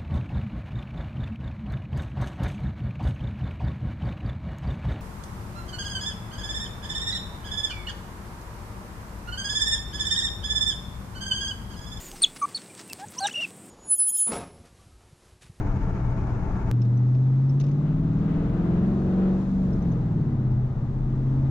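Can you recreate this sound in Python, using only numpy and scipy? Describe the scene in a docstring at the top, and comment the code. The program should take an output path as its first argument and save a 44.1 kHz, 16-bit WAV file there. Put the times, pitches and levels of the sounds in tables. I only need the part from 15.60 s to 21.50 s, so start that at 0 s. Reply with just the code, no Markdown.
"""A loud V8 car booms and growls, heard from inside. It cruises on a coarse road; then, after an
abrupt cut, it pulls from low revs, lifts off, shifts up and drones on. The firing cylinders make a
boom that swells as it passes the cabin's resonances (pitches at which the cabin rings). Uneven
firing in the two cylinder banks adds burble and growl. Gas rasps in the pipes and the intake, the
exhaust sputters with the throttle shut, tyres rumble and bits of trim tick."""
import sys
import numpy as np
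from scipy import signal
from scipy.fft import rfft, irfft
from scipy.io import wavfile
from scipy.ndimage import uniform_filter1d

SR = 44100
rng = np.random.default_rng(int(sys.argv[2]) if len(sys.argv) > 2 else 0)


def put_to_file(sound):
    """Save the sound as 16-bit audio at rate SR, in the file named by the first command-line argument."""
    columns = np.atleast_2d(sound).T  # one column per channel
    safe = np.clip(columns, -1, 1)
    whole_steps = np.round(safe * 32767)
    wavfile.write(sys.argv[1], SR, whole_steps.astype(np.int16))


N = 260190
TIME, BINS = np.arange(N) / SR, np.fft.rfftfreq(N, 1 / SR)  # each sample [s], each frequency [Hz]
CUT_S = 1.114  # the cruise ends here
LOW_SPEED = 17.2  # low revs [cycles/s]; in one cycle all eight cylinders fire once

# engine speed: (time [s], speed [cycles/s])
SPEED = [(1.12, 14.93), (1.3, 15.1), (1.95, 17.2), (2.6, 19.72), (2.97, 21.15), (3.35, 22.5), (3.56, 23.35),
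         (3.76, 23.55), (3.87, 23.95), (3.99, 23.76), (4.32, 21.4), (4.52, 19.3), (4.83, 15.75),
         (5.0, 15.55), (5.12, 16.45), (5.3, 16.75), (5.46, 16.22), (5.89, 16.78)]
# cabin and pipe resonances: (pitch [Hz], width [Hz], boost [dB])
PIPE_PEAKS = [(195.5, 24, 4), (227, 16, -9), (365, 20, -2), (386, 8, -5.5), (458, 49, 2), (490, 17, 2),
              (572, 43, 9.5), (654.6, 29, 7), (1227, 17, 6.5), (1990, 130, 4.5), (3600, 220, 2.5)]
# how the pipes ring with the throttle shut: (pitch [Hz], width [Hz], boost [dB])
COAST_PEAKS = [(115, 8, 4), (238, 18, 9), (306, 16, 7), (372, 20, 5)]


def exhaust(speed, cycles, overtones_db=1.58):
    """Eight firings a cycle make the boom; uneven spacing in each bank adds the other tones."""
    # a tone's order is its pitch divided by the engine speed
    # tone strengths: (order, light throttle [dB], pulling hard [dB], coasting [dB])
    orders = [(3, 1.5, 7.5, 9), (4, -15, 3, -11.5), (5, -2, -13, -2), (6, 4.5, 6.5, 6.5), (7, 0, 2.5, 3),
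              (9, 3.5, 15.5, 9), (10, 1, 13.5, 6), (11, 10, 6.5, -2), (12, 2, 7.5, 1.5), (13, 6.5, -0.5, 6),
              (14, 6.5, 12, 6.5), (15, 4, 8.5, 1), (16, 7, 9.5, 4), (17, 8.5, 5.5, -4.5), (18, 2, 5, 1.5),
              (19, 9, 7, 6)]
    # the highest tones, one strength for any throttle: (order, strength [dB])
    upper_orders = [(20, 3.5), (21, -2), (22, 7), (23, 5.5), (24, 0), (25, -1), (26, 2.5), (27, -5),
                    (28, -5.5), (29, -4.0), (30, -0.5), (31, -5.5), (32, -2.5)]
    # relative levels of the tones: (time [s], burble below order 13 [dB], growl from 13 up [dB])
    group_levels = [(1.15, -54.5, -50), (1.6, -57.5, -52), (2.15, -53, -47.5), (2.45, -48, -45.5),
                    (2.75, -48.5, -44.5), (3.05, -49.5, -41), (3.3, -44.5, -40), (3.72, -48.5, -37.5),
                    (3.92, -47.5, -52), (4.12, -46, -42.5), (4.35, -45, -49), (4.6, -45.5, -49),
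                    (4.95, -54, -50.5), (5.2, -52, -58), (5.45, -54, -50.5), (5.75, -57, -45.5)]
    # cabin resonances that lift the boom: (pitch [Hz], width [Hz], boost [dB])
    boom_peaks = [(129, 86, 13.5), (173.7, 4.9, 5.5), (187.6, 7.9, 9.5)]
    # the boom dips and swells as the revs peak and fall, then sinks at the gear change:
    # (time [s], change [dB])
    boom_dips = [(3.7, 1), (3.81, -4.5), (3.95, 1.5), (4.1, -4), (4.3, 1), (4.42, -5), (4.55, -2.5),
                 (4.72, -5), (4.9, 0.5), (5.03, 0), (5.13, -9.5), (5.9, 0)]
    boom_db = engine_level(light_db=-34, pull_db=-4.5, coast_db=-2.5)
    boom_db += resonance_db(boom_peaks, 8 * speed) + curves(boom_dips)[0]
    boom_flutter = 0.0085 + 0.012 * np.maximum(speed - LOW_SPEED, 0)  # more at high revs
    out = amp(boom_db) * engine_tone(cycles, order=8, depth=boom_flutter).real
    pull, coast = load()
    burble_db, growl_db = curves(group_levels)
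    for order, light, hard, shut in list(orders) + [(k, db, db, db) for k, db in upper_orders]:
        hz = order * speed
        group_db, flutter = (burble_db, 0.24) if order < 13 else (growl_db, 0.2)
        flutter = flutter + 0.08 * (1 - pull)  # fuel burns more steadily when pulling
        coast_db = shut - light + resonance_db(COAST_PEAKS, hz)
        throttle_db = light + pull * (hard - light) + coast * coast_db
        # each tone swells and fades as the revs carry it through the resonances
        tone = cabin_response(hz) * engine_tone(cycles, order, flutter)
        out += amp(overtones_db + group_db + throttle_db) * tone.real
    right_ear = np.roll(out, 7)  # 7 samples later than the left
    return place(np.array([out, right_ear]), left_db=.7)


def engine_tone(cycles, order, depth):
    """One tone, fluttering in strength and phase; its real part is the sound."""
    flutter = 1 + depth * (wander(rate_hz=3) + 1j * wander(rate_hz=3))
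    same_power = np.sqrt(2 / (1 + 2 * depth ** 2))
    return same_power * flutter * np.exp(2j * np.pi * (order * cycles + rng.random()))


def cruise(drone_hz=121.3, between_db=-35, rumble_db=-26, tyres_db=-41):
    """A lumpy exhaust drone swells amid the rumble and roar of tyres on coarse asphalt."""
    # swells of the drone: (middle [s], half length [s], level [dB])
    surges = [(0.087, 0.026, -23.5), (0.257, 0.036, -27.5), (0.523, 0.071, -28), (0.735, 0.045, -35),
              (1.057, 0.031, -25)]
    # tone colour of the rumble: (frequency [Hz], relative level [dB])
    rumble_spectrum = [(10, -18), (22, 6.5), (40, 1), (75, 1), (115, -1.5), (157, -7), (190, -0.5),
                       (230, -13), (310, -10.5), (400, -21), (520, -26.5), (900, -76.5)]
    # tone colour of the tyre roar: (frequency [Hz], relative level [dB])
    tyre_spectrum = [(260, -7.5), (400, 3), (520, -3), (800, -0.5), (1100, -5.5), (1400, -12.5),
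                     (1700, -10.5), (2000, -19), (2400, -19), (3000, -27.5), (4400, -32), (6600, -30.5),
                     (8200, -44), (10300, -46.5), (12000, -71)]
    # tyre and body resonances: (pitch [Hz], width [Hz], boost [dB])
    tyre_peaks = [(655, 24, 7.5), (892, 54, 7), (1357, 200, 8), (2190, 180, 5)]
    turns = np.cumsum(drone_hz + 4 * wander(rate_hz=14)) / SR
    lumps = unit(1 + .3 * wander(rate_hz=16))
    swells = sum(amp(db) * np.exp(-2 * ((TIME - s) / half) ** 2) for s, half, db in surges)
    drone = (amp(between_db) + swells) * lumps * np.sqrt(2) * np.sin(2 * np.pi * turns)
    tyres = amp(tyres_db + wander(rate_hz=22)) * noise(tyre_spectrum, tyre_peaks)
    return place(drone, left_db=2) + amp(rumble_db) * noise(rumble_spectrum) + tyres


def sputter(cycles, spread_db=4, low_hz=170, high_hz=480):
    """With the throttle shut, firings of very uneven strength thud through pipes and cabin."""
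    # loudness of the misfiring: (time [s], level [dB])
    levels = [(3.7, -61.5), (3.82, -39), (3.96, -47), (4.07, -39), (4.36, -36), (4.5, -45), (4.75, -44),
              (5.0, -48), (5.12, -55)]
    fires = np.diff(np.floor(8 * cycles), prepend=0) > 0
    strength = amp(spread_db * np.clip(rng.standard_normal(N), -2, 2))
    pulses = fires * (strength - strength.mean())
    band = BINS ** 2 / (BINS ** 2 + low_hz ** 2) / (1 + (BINS / high_hz) ** 6)
    ringing = amp(resonance_db(COAST_PEAKS, BINS)) * cabin_response(BINS)
    thuds = unit(irfft(rfft(pulses) * band * ringing, N))
    return place(amp(curves(levels)[0]) * thuds, left_db=-1)


def pipe_rasp(cycles):
    """Gas leaves the pipes in puffs, one a firing; when pulling, more of it repeats every cycle."""
    # loudness of the gas flow: (time [s], level [dB])
    levels = [(1.15, -46.5), (1.85, -47.5), (2.27, -45.5), (2.5, -45.5), (2.75, -41), (3.15, -39.5),
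              (3.4, -42), (3.62, -39), (3.95, -44.5), (4.25, -42), (4.5, -44), (5.25, -46.5), (5.85, -44.5)]
    # its tone colour: (frequency [Hz], relative level [dB])
    spectrum = [(100, -26.5), (200, -6.5), (330, 6), (450, 2), (560, -7.5), (780, -1.5), (1050, -6.5),
                (1300, -9.5), (1650, -14.5), (2100, -22), (2800, -28), (4000, -33), (6000, -51.5),
                (9000, -56.5)]
    one_cycle = rng.standard_normal((2, 2048))
    repeating = unit(np.array([np.interp(cycles % 1, np.arange(2048) / 2048, c) for c in one_cycle]))
    share = .06 + .45 * load()[0]
    gas = np.sqrt(share) * repeating + np.sqrt(1 - share) * rng.standard_normal((2, N))
    puffs = unit(1 + .17 * np.cos(2 * np.pi * 8 * cycles))
    return amp(curves(levels)[0]) * puffs * colour(gas, spectrum, PIPE_PEAKS)


def intake(cycles, depth=.22):
    """Air is gulped past the open throttle, once for each cylinder."""
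    # the rasp as the throttle opens: (time [s], level [dB])
    levels = [(2.1, -85), (2.28, -55), (2.36, -64), (2.45, -60), (2.55, -62), (2.68, -53), (2.9, -57.5),
              (3.2, -57), (3.4, -65.5), (3.68, -55), (3.85, -84.5)]
    # its tone colour: (frequency [Hz], relative level [dB])
    spectrum = [(700, -26), (1300, 4.5), (1900, -5.5), (2400, -9.5), (2900, -9.5), (3500, -13),
                (5000, -27.5), (9000, -61)]
    gulps = unit(1 + depth * np.cos(2 * np.pi * 8 * cycles))
    return amp(curves(levels)[0]) * gulps * noise(spectrum)


def road(rumble_boost_db=2):
    """The body rumbles over the road; air hisses round the cabin, more as the revs rise."""
    # loudness of the rumble: (time [s], relative level [dB])
    levels = [(1.15, -48), (1.55, -49), (2.25, -39.5), (2.75, -30.5), (3.1, -31.5), (3.4, -38),
              (3.8, -37.5), (4.2, -32), (4.48, -35.5), (5.1, -35), (5.35, -33), (5.9, -32.5)]
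    # tone colour of the rumble: (frequency [Hz], relative level [dB])
    rumble_spectrum = [(10, -7.5), (20, 3), (40, 11.5), (60, -0.5), (85, 2.5), (120, 1), (200, -4),
                       (300, -8), (420, -20), (700, -70.5)]
    # tone colour of the hiss: (frequency [Hz], relative level [dB])
    hiss_spectrum = [(1000, -15.5), (2500, -0.5), (3100, -4.5), (3600, -0.5), (4800, -5.5), (6400, -6),
                     (7300, -10.5), (8200, -15.5), (10500, -21.5), (12000, -51.5), (16000, -78)]
    rumble = amp(curves(levels)[0] + rumble_boost_db) * noise(rumble_spectrum)
    hiss_db = engine_level(light_db=-68, pull_db=-1.6, coast_db=-2.5, db_per_speed=0.5)
    return rumble + amp(hiss_db) * noise(hiss_spectrum)


def trim_ticks(ring_width_hz=400, rise_s=0.0023, fade_60db_s=0.044):
    """Small hard parts chatter: a short bright ring mixed with a broad clack."""
    # the ticks: (time [s], relative level [dB], ring pitch [Hz], share of clack [0-1])
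    ticks = [(1.216, -43.5, 5270, 0.25), (1.248, -52.5, 3960, 0.4), (1.371, -53.5, 5890, 0.03),
             (1.548, -55.5, 5370, 0.8), (1.894, -45.5, 5400, 0.1), (1.998, -42.5, 6230, 0.6),
             (2.009, -44, 6300, .9), (2.038, -48, 5470, 0.9), (2.065, -52, 6250, 1),
             (2.084, -53.5, 6020, 0.7), (2.112, -55, 6600, 0.8), (4.129, -52.5, 5470, 0.1),
             (4.223, -53, 5950, 0.05), (4.317, -53.5, 6240, 0.5), (4.918, -62, 4880, .3)]
    # tone colour of the clack: (frequency [Hz], relative level [dB])
    clack_spectrum = [(800, -17.5), (2400, 2), (3700, -2), (4500, -3), (6500, -5.5), (8200, -21),
                      (12000, -26), (15000, -53)]
    # resonances of the trim: (pitch [Hz], width [Hz], boost [dB])
    clack_peaks = [(2600, 300, 3), (3700, 350, 4.6), (5160, 370, 6.1), (6200, 320, 3.8)]
    out, size = np.zeros((2, N)), SR // 5
    clack = noise(clack_spectrum, clack_peaks)
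    t, hz = np.arange(size) / SR, np.fft.rfftfreq(size, 1 / SR)
    fade = (1 - np.exp(-t / rise_s)) * amp(-60 * t / fade_60db_s)
    for s, db, ring_hz, share in ticks:
        at = slice(round(s * SR), round(s * SR) + size)
        band = 1 / (1 + (2 * (hz - ring_hz) / ring_width_hz) ** 2)
        ring = unit(irfft(rfft(rng.standard_normal((2, size))) * band, size))
        tick = np.sqrt(1 - share) * ring + np.sqrt(share) * clack[:, at]
        out[:, at] += place(amp(db) * fade * tick, left_db=-1.5)
    return out


def cut_click(step_db=-18, settle_s=0.0015):
    """A click at the cut: a small step that settles at once."""
    return amp(step_db) * (TIME >= CUT_S) * np.exp(-abs(TIME - CUT_S) / settle_s)


def load():
    """How hard the engine pulls and how far it coasts, each 0-1."""
    # the pedal: (time [s], throttle [-1 coasting, 0 light, 1 pulling hard])
    pedal = [(1.1, -0.16), (1.95, 0.12), (2.3, 0.79), (3.7, 0.63), (3.9, -0.48), (4.75, -0.93), (5.1, -1.3),
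             (5.6, -0.37), (5.9, 0.35)]
    throttle = np.clip(curves(pedal)[0], -1, 1)
    return np.maximum(throttle, 0), np.maximum(-throttle, 0)


def engine_level(light_db, pull_db, coast_db, db_per_speed=0):
    """A level in dB: its value at light throttle, shifted by pulling, coasting and revs."""
    pull, coast = load()
    return light_db + pull_db * pull + coast_db * coast + db_per_speed * (curves(SPEED)[0] - LOW_SPEED)


def cabin_response(hz, ripple_db=2.5):
    """How pipes and cabin change a tone's strength and phase (wave timing), as a complex gain."""
    # their peaks and notches: (frequency [Hz], gain [dB])
    gains = [(50.0, -18.5), (70.0, 4), (85.0, 9), (100.0, 5), (118.0, 9.5), (135.0, 7), (150.0, 4.5),
             (165.0, 6), (182.0, 0), (200.0, 7), (218.0, -3), (236.0, -1.5), (252.0, -0.5), (268.0, -3),
             (288.0, -6), (312.0, -6.0), (332.0, -11.5), (352.0, -6.5), (367.0, -15.5), (378.0, -14.5),
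             (396.0, -17.5), (415.0, -10.5), (432.0, -24), (457.0, -10.5), (490.0, -23), (545.0, -19),
             (578.0, -11.5), (620.0, -22), (655.0, -16.5), (780.0, -24)]
    grid_hz = np.arange(1025)
    # random ripples stand for the many small cabin resonances above the boom
    bumps = np.clip(rng.standard_normal(len(grid_hz[::16])), -1.5, 1.5)
    ripple = np.interp(grid_hz, grid_hz[::16], bumps) * np.interp(grid_hz, [200, 300], [0, 1])
    db = read(gains, grid_hz) + ripple_db * ripple
    mirrored = np.log(amp(np.r_[db, db[-2:0:-1]]))
    phase = -signal.hilbert(mirrored).imag[:len(grid_hz)]  # turns at every peak and notch
    return np.interp(hz, grid_hz, amp(db) * np.exp(1j * phase))


def colour(pair, spectrum, peaks=()):
    """Two white noises become cabin sound: alike at both ears in the bass, spread out in the treble."""
    # how alike the ears are: (frequency [Hz], likeness [0-1])
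    likeness = [(30, .94), (125, .97), (300, .975), (450, .8), (700, .48), (1400, .42), (3000, .25),
                (6000, .08), (10000, .5)]
    # how much louder the left ear is: (frequency [Hz], left minus right [dB])
    balance = [(30, 3.6), (80, 1.8), (160, .8), (350, .6), (700, 3.2), (1400, 4.2), (2800, 5.5), (5500, .5),
               (10000, -2.5)]
    # how far the left ear is ahead: (frequency [Hz], phase [radians])
    lead = [(30, 0), (260, -.05), (520, .3), (1200, .4), (1700, .7), (2700, 1.6), (6000, 0)]
    common, separate = rfft(pair)
    same, lean_db = np.clip(read(likeness, BINS), -1, 1), read(balance, BINS) / 2
    left = common * amp(lean_db) * np.exp(1j * read(lead, BINS))
    right = (same * common + np.sqrt(1 - same ** 2) * separate) * amp(-lean_db)
    out = irfft(np.array([left, right]) * amp(read(spectrum, BINS) + resonance_db(peaks, BINS)), N)
    return out / np.std(out.mean(0))


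def noise(spectrum, peaks=()):
    """Stereo cabin noise with the given tone colour."""
    return colour(rng.standard_normal((2, N)), spectrum, peaks)


def resonance_db(peaks, hz):
    """The boost that a set of resonances gives at hz."""
    return sum(db / (1 + (2 * (hz - pitch) / width) ** 2) for pitch, width, db in peaks)


def wander(rate_hz):
    """A smooth random wobble that changes about rate_hz times a second."""
    hz = np.fft.rfftfreq(2048, 1 / 256)
    slow = irfft(rfft(rng.standard_normal(2048)) / np.sqrt(1 + (hz / rate_hz) ** 6))
    return np.interp(TIME, np.arange(len(slow)) / 256, unit(slow))


def curves(rows):
    """The columns of a table, joined by lines in time."""
    times, *columns = np.transpose(rows)
    return [np.interp(TIME, times, column) for column in columns]


def read(points, hz):
    """A table's value at hz, joined by lines on a log-frequency axis."""
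    frequencies, values = np.transpose(points)
    return np.interp(np.log(hz + 1), np.log(frequencies), values)


def place(x, left_db):
    """Leans a sound to one side."""
    return x * amp([[left_db / 2], [-left_db / 2]])


def amp(db):
    """Decibels to gain."""
    return 10 ** (np.asarray(db) / 20)


def unit(x):
    """Scales to an average strength (rms) of 1."""
    return x / np.sqrt(np.mean(x ** 2) + 1e-20)


def scene():
    """Cruising up to the cut, then the pull and the gear change."""
    speed = curves(SPEED)[0]
    cycles = np.cumsum(speed) / SR
    cruising = cruise()
    driving = exhaust(speed, cycles) + sputter(cycles) + pipe_rasp(cycles) + intake(cycles) + road()
    after_cut = np.clip((TIME - CUT_S) / .004 + .5, 0, 1)  # a 4 ms crossfade
    return (1 - after_cut) * cruising + after_cut * driving + trim_ticks() + cut_click()


def record(dry, ceiling_db=-14.5, release_db_per_s=60, top_hz=15800):
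    """A limiter turns the loudest peaks down; then a filter removes the highest treble."""
    peak_db = 20 * np.log10(abs(dry).max(0) + 1e-9)
    fall_db = TIME * release_db_per_s
    held_db = np.maximum.accumulate(peak_db + fall_db) - fall_db
    over_db = np.maximum(held_db - ceiling_db, 0)
    smooth_db = uniform_filter1d(uniform_filter1d(over_db, size=200), size=200)
    lowpass = signal.firwin(511, top_hz, window=("kaiser", 9), fs=SR)
    return signal.oaconvolve(dry * amp(-smooth_db), lowpass[None], "same")


dry = scene()
out = record(dry)
put_to_file(out)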